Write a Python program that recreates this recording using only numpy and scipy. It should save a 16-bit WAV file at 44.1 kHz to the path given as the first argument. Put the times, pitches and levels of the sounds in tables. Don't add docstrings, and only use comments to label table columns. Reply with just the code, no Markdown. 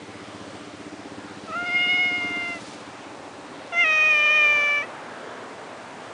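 import sys
import numpy as np
from scipy import signal
from scipy.fft import rfft, irfft
from scipy.io import wavfile
from scipy.ndimage import uniform_filter1d

SR = 44100
rng = np.random.default_rng(int(sys.argv[2]) if len(sys.argv) > 2 else 0)


def level_to_linear(level):
    exponent = np.asarray(level, float) / 20
    return 10 ** exponent


def inscribe(sig):
    pcm = np.round(np.clip(np.atleast_2d(sig).T, -1, 1) * 32767)
    wavfile.write(sys.argv[1], SR, pcm.astype(np.int16))


N = 270465

# start in seconds, end in seconds.
CALL_SPANS_S = [
    (1.474, 2.603),
    (3.719, 4.86),
]
BREAK_S, BREAK_GLIDE_S = 3.842, .014


def level(x, db):
    return x * level_to_linear(db) / np.sqrt(np.mean(x ** 2))


def curves(rows):
    s, *columns = np.transpose(rows)
    return [np.interp(np.arange(N) / SR, s, c) for c in columns]


def colour(points, hz):
    f, db = np.transpose(points)
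    return np.interp(np.log(hz), np.log(f), db)


def band(x, hz, width_hz):
    return signal.lfilter(*signal.iirpeak(hz, hz / width_hz, SR), x)


def walk(rate_hz):
    hold = int(SR / rate_hz)
    steps = np.repeat(rng.standard_normal(N // hold + 1), hold)
    return 1.557 * uniform_filter1d(uniform_filter1d(steps, hold), hold)[:N]


def traffic():
    # frequency in Hz, density in dB per Hz.
    road_spectrum = [(35, -55.5), (60, -28), (92, -9), (167, -8.5), (207, -8.5), (241, -4.5), (285, -4),
                     (377, -5), (553, -5), (616, -5), (1250, -8.5), (1990, -12.5), (9900, -31),
                     (12900, -89.5), (21800, -120)]
    # strongest at in seconds, half length in seconds, centre in Hz,
    # half width in octaves, change in dB (below 0: a lull).
    passes = [(.38, 0.37, 1600, 3.2, 3.5), (.3, .9, 1320, 1.4, -3.5), (1.93, 0.69, 4800, 1, 4.5),
              (2.1, 0.3, 280, 1.8, 2.5), (4.27, 0.46, 2600, .9, 7.5), (5.07, 0.56, 1440, 0.44, 3.5),
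              (5.17, 1.57, 670, 0.95, 4.5), (4.93, 0.28, 1400, 0.44, 2.5), (3.4, .45, 2400, 0.89, -1.5),
              (1.3, 0.21, 700, .8, -1.5)]
    road_db, base_hz, hop = -41, 25, 64
    t = np.arange(0, N, hop) / SR
    freqs_hz = np.fft.rfftfreq(N, 1 / SR)[1:]
    shape = level_to_linear(colour(road_spectrum, freqs_hz))
    out = 0
    for step in range(27):
        octave = step / 3
        place = 3 * np.log2(freqs_hz / base_hz) - step
        window = np.cos(np.pi / 2 * np.clip(place, -1, 1))
        noise = irfft(rfft(rng.standard_normal(N)) * np.append(0, shape * window), N)
        swell_db = 0
        for peak_s, half_s, hz, half_octaves, db in passes:
            distance = (octave - np.log2(hz / base_hz)) / half_octaves
            swell_db = swell_db + db * np.exp(-((t - peak_s) / half_s) ** 2 - distance ** 2)
        flicker_db = 1.1 if 2 ** octave * base_hz < 2500 else .6
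        patchy_db = walk(9) * flicker_db + .4 * walk(3)
        out = out + noise * level_to_linear(np.repeat(swell_db, hop)[:N] + patchy_db)
    return out * level_to_linear(road_db) / np.sqrt(np.mean(shape ** 2))


def exhaust_pulses():
    fifth_firings_s = [0.02, 0.342, 0.667, 0.988, 1.303, 1.621, 1.925, 2.239, 2.55, 2.871, 3.192]
    echo_s, echo_db = .0104, -3
    marks_s = np.append(fifth_firings_s, fifth_firings_s[-1] + .32 * np.arange(1, 3))
    times_s = np.interp(np.arange(5 * len(marks_s) - 4) / 5, np.arange(len(marks_s)), marks_s)
    late_s = .0008 * rng.standard_normal(len(times_s))
    uneven_db = .8 * rng.standard_normal(len(times_s))
    pulses = np.zeros(N)
    pulses[((times_s - .004 + late_s) * SR).astype(int)] = level_to_linear(uneven_db)
    return pulses + level_to_linear(echo_db) * np.roll(pulses, int(echo_s * SR))


def motorbike():
    # frequency in Hz, width in Hz, level in dB.
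    pipe = [
        (103, 40, 1),
        (215, 50, 1),
        (296, 45, 1),
        (390, 45, -5),
        (570, 60, -13),
    ]
    # level in dB, swing in dB, loudest at in seconds, drift in dB per s,
    # fading in dB per s.
    courses = [
        (-62, 4.5, 1, 2.5, 18),
        (-52, 2, 0.36, -2, 16),
        (-50.5, 1, .27, 1.5, 26),
        (-45.5, 2, 1.1, 1.1, 9),
    ]
    sway_s, leaves_s = 1.19, 2.54
    thump_hz, thump_width_hz = 72.4, 37
    t = np.arange(N) / SR
    heard = exhaust_pulses()
    share = np.sqrt(3.4 * SR / N)

    def ring(hz, width_hz, db):
        return share * level(band(band(heard, hz, width_hz), hz, 2 * width_hz), db)

    modes = [ring(*row) for row in pipe]
    parts = [ring(thump_hz, thump_width_hz, 0), modes[0], modes[1], sum(modes[2:])]
    out = 0
    for part, (db, swing_db, peak_s, drift, fading) in zip(parts, courses):
        swing = swing_db * np.cos(2 * np.pi * (t - peak_s) / sway_s)
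        away = fading * np.maximum(t - leaves_s, 0)
        out = out + level_to_linear(db + swing + drift * t - away) * part

    valves_s, near_db, far_db, rise_db_s, fall_db_s = 2.706, -47.5, -72.5, 22, 75
    off_db = np.maximum(rise_db_s * (valves_s - t), fall_db_s * (t - valves_s))
    beat = uniform_filter1d(uniform_filter1d(heard, 500), 500)
    valves = level((1 + 300 * beat) * band(rng.standard_normal(N), 4200, 4500), 0)
    return out + level_to_linear(np.maximum(near_db - off_db, far_db)) * valves


def drones():
    # start in seconds, end in seconds, centre in Hz, width in Hz, level in dB.
    rumbles = [(.2, .65, 555, 70, -52), (.3, .55, 1020, 80, -53), (.9, 1.25, 565, 60, -54),
               (3.05, 3.5, 570, 70, -51), (3.05, 3.3, 375, 50, -52), (4.9, 5.95, 432, 50, -49.5),
               (5.2, 5.8, 660, 100, -52), (4.88, 5.25, 1300, 140, -50), (5.0, 5.5, 1600, 120, -55),
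               (5.85, 6.05, 900, 300, -49)]
    t = np.arange(N) / SR
    out = 0
    for start_s, end_s, hz, width_hz, db in rumbles:
        swell = np.sin(np.pi * np.clip((t - start_s) / (end_s - start_s), 0, 1))
        noise = rng.standard_normal(N)
        out = out + swell * level(band(band(noise, hz, width_hz), hz, width_hz), db)
    return out


def catches(column):
    # time in seconds, pitch drop as a share, loss of the ringing overtones in dB (below 0: a rise),
    # half length in seconds.
    bends = [(1.518, .06, 0, 0.00504), (1.529, -.02, -7, .006), (1.545, .055, 1, .005),
             (1.652, 0.0213, 2.5, .006), (1.683, 0, -3.3, 0.036), (1.786, 0.0074, 1.5, .008),
             (1.869, .012, 3, 0.01834), (1.975, 0.014, 2, 0.0085), (2.114, 0.011, 3, 0.0248),
             (2.197, 0, 3, .025), (2.308, .004, 2.2, 0.027), (3.738, -0.0021, -4, 0.022),
             (4.013, 0.009, 0.5, .012), (4.282, .008, -1, .015), (4.36, -0.01, -0.5, .014),
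             (4.61, 0, 1, 0.021), (4.742, 0, -1, .035), (1.745, 0, 2.5, .008), (3.721, -0.074, 1, .004),
             (3.808, -0.016, 0, .012), (4.78, -0.0018, -1.5, .01), (4.797, -0.0019, 1.5, .01),
             (2.424, 0, -1, 0.035), (4.15, .006, 0, .02), (4.073, -0.0025, -0.5, .02),
             (1.91, -0.009, -1, .015)]
    t = np.arange(N) / SR
    return sum(row[column] * np.exp(-((t - row[0]) / row[3]) ** 2) for row in bends)


def pitch(register):
    step_up, flip_s, flip_up, flip_glide_s = .081, 4.826, .125, .012
    t = np.arange(N) / SR
    hz, = curves(register)
    before = np.clip(.5 + (BREAK_S - t) / BREAK_GLIDE_S, 0, 1) * (t > CALL_SPANS_S[0][1])
    flipped = np.clip(.5 + (t - flip_s) / flip_glide_s, 0, 1)
    return hz * (1 + step_up * before + flip_up * flipped - catches(1))


def opening(shaping):
    opens_hz, opening_hz = 1560, 200
    mouth_hz = curves(shaping)[1]
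    return np.clip((mouth_hz - opens_hz) / opening_hz, 0, 1)


def resonance_db(hz, centre_hz, width_hz):
    return -10 * np.log10((1 - (hz / centre_hz) ** 2) ** 2 + (hz * width_hz / centre_hz ** 2) ** 2)


def overtones_db(hz, shaping):
    # centre in Hz, width in Hz, level in dB.
    leaks = [
        (2532, 320, -13),
        (3520, 200, -20),
    ]
    nose_hz, nose_width_hz, notch_width_hz = 1466.5, 148, 14
    mouth_width_hz, pharynx_width_hz, fundamental_db = 284, 1176, -7.5
    effort_db, mouth_hz, tilt_db_octave = curves(shaping)
    pharynx_hz = 2740 - .16 * (mouth_hz - 2200)
    k = np.arange(1, 6)[:, None]
    tone_hz = k * hz
    tract_db = resonance_db(tone_hz, mouth_hz, mouth_width_hz)
    tract_db = tract_db + resonance_db(tone_hz, pharynx_hz, pharynx_width_hz)
    nose_db = resonance_db(tone_hz, nose_hz, nose_width_hz) - resonance_db(tone_hz, nose_hz, notch_width_hz)
    folds_db = tilt_db_octave * np.log2(k) + fundamental_db * (k == 1)
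    through = level_to_linear(folds_db + tract_db + nose_db) ** 2
    leak = sum(level_to_linear(db) ** 2 / (1 + ((tone_hz - f) / width) ** 4) for f, width, db in leaks)
    leak = leak * np.where(k > 4, opening(shaping) ** 2, 1)
    return effort_db + 10 * np.log10(through + leak) - catches(2) * (k > 2)


def meow(span_s, register, shaping, early, late):
    onset_s, release_s = .006, .025
    jitter, waver, shimmer_db = .0018, .002, .3
    throat_gain_db, patchy_db, tiring_db_s = -10.5, .3, 5
    rasp_db, high_rasp_db = -24.5, 33
    t = np.arange(N) / SR
    hz = pitch(register)
    voiced = np.clip(np.minimum((t - span_s[0]) / onset_s, (span_s[1] - t) / release_s), 0, 1)
    phase = 2 * np.pi * np.cumsum(hz * (1 + jitter * walk(250) + waver * walk(40))) / SR

    low_db = overtones_db(hz, shaping)
    effort = np.sqrt(level_to_linear(low_db[2]) ** 2 + level_to_linear(low_db[3]) ** 2)
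    gains = [level_to_linear(db + shimmer_db * walk(40)) for db in low_db]
    high_gain = opening(shaping) * (10 * effort) ** .48
    unbroken = t < BREAK_S + BREAK_GLIDE_S
    for k in range(6, 17):
        tired_db = colour(late, k * hz) - tiring_db_s * (t - BREAK_S)
        throat_db = np.where(unbroken, colour(early, k * hz), tired_db)
        flutter_db = patchy_db * (k - 4) * walk(14) + 1.8 * walk(200)
        gains.append(high_gain * level_to_linear(throat_db + throat_gain_db + flutter_db))

    tones = 0
    for k, gain in enumerate(gains, 1):
        turn = 1 + 4.5 * (k - 3) if k > 2 else 0
        tones = tones + gain * np.sqrt(2) * np.cos(k * phase + turn)

    air = rng.standard_normal(N) * (1 + .5 * np.cos(phase))
    rasp = level(band(band(air, 2300, 870), 2400, 1000), 0)
    for f in (5700, 9400):
        rasp = rasp + level(band(band(air, f, 1200), f, 1500), high_rasp_db + colour(late, f))
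    return voiced * (tones + level_to_linear(rasp_db) * effort * rasp)


def wall_tail(voice):
    wall_db, t60_s, gap_s = -27, .14, .004
    t = np.arange(int(.3 * SR)) / SR
    tail = band(rng.standard_normal(len(t)), 2800, 3700) * 1000. ** (-t / t60_s) * (t > gap_s)
    return level_to_linear(wall_db) * signal.fftconvolve(voice, tail / np.sqrt(np.sum(tail ** 2)))[:N]


def scene():
    # time in seconds, pitch in Hz.
    first_pitch = [(1.48, 660.5), (1.512, 635.5), (1.564, 691.5), (1.672, 721.0), (1.696, 698.0),
                   (1.716, 707.0), (2.008, 723.5), (2.528, 692.0), (2.596, 661.0)]
    second_pitch = [(3.728, 637.3), (3.74, 629.9), (3.792, 645.2), (3.92, 623.0), (4.084, 620.5),
                    (4.196, 599.5), (4.348, 608.5), (4.596, 586.0), (4.856, 580.0)]
    # time in seconds, effort in dB, mouth resonance in Hz,
    # fold tilt in dB per octave.
    first_mouth = [(1.48, -41.5, 1326.0, -13), (1.565, -33.5, 1360, -7), (1.726, -34, 1930, -6.5),
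                   (1.795, -35, 2410, -3.5), (1.857, -34.5, 2481.0, -3.5), (2.016, -33.5, 2340, -5.0),
                   (2.252, -37, 2324.0, -6.5), (2.524, -36.5, 2310, -8.5), (2.6, -38, 2170, -17)]
    second_mouth = [(3.73, -28, 1680, -16), (3.813, -29.8, 2346, -3.5), (3.844, -30, 2283, -5.5),
                    (4.088, -30.5, 2486, -7.0), (4.348, -29.0, 2615, -6.5), (4.538, -30, 2350, -7),
                    (4.781, -31.9, 2234, -7.5), (4.807, -33, 2340, -10), (4.859, -30.5, 2097.0, -15)]
    # frequency in Hz, level in dB.
    throats = [
        [(3900, -46), (4400, -47), (5050, -40), (5700, -55), (7000, -66), (10000, -75)],
        [(3900, -54), (4900, -51), (5550, -42), (6250, -42), (6900, -62), (10000, -72)],
        [(3700, -35), (4200, -43), (4800, -45), (5600, -40), (6300, -43.5), (7000, -59), (8000, -67),
         (9500, -58)],
    ]
    voice = meow(CALL_SPANS_S[0], first_pitch, first_mouth, throats[0], throats[0])
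    voice = voice + meow(CALL_SPANS_S[1], second_pitch, second_mouth, throats[1], throats[2])
    return (voice + wall_tail(voice) + motorbike() + traffic() + drones())[None]


def roll_off(x):
    return signal.sosfilt(signal.butter(12, 10050, fs=SR, output="sos"), x)


def record(dry):
    high_pass = signal.butter(4, 85, "high", fs=SR, output="sos")
    low_pass = signal.ellip(10, .2, 70, 10080, fs=SR, output="sos")
    rumble = level(band(rng.standard_normal(N), 35, 60), -76)
    mix = signal.sosfilt(low_pass, signal.sosfilt(high_pass, dry) + rumble)
    return roll_off(mix)


dry = scene()
out = record(dry)
inscribe(out)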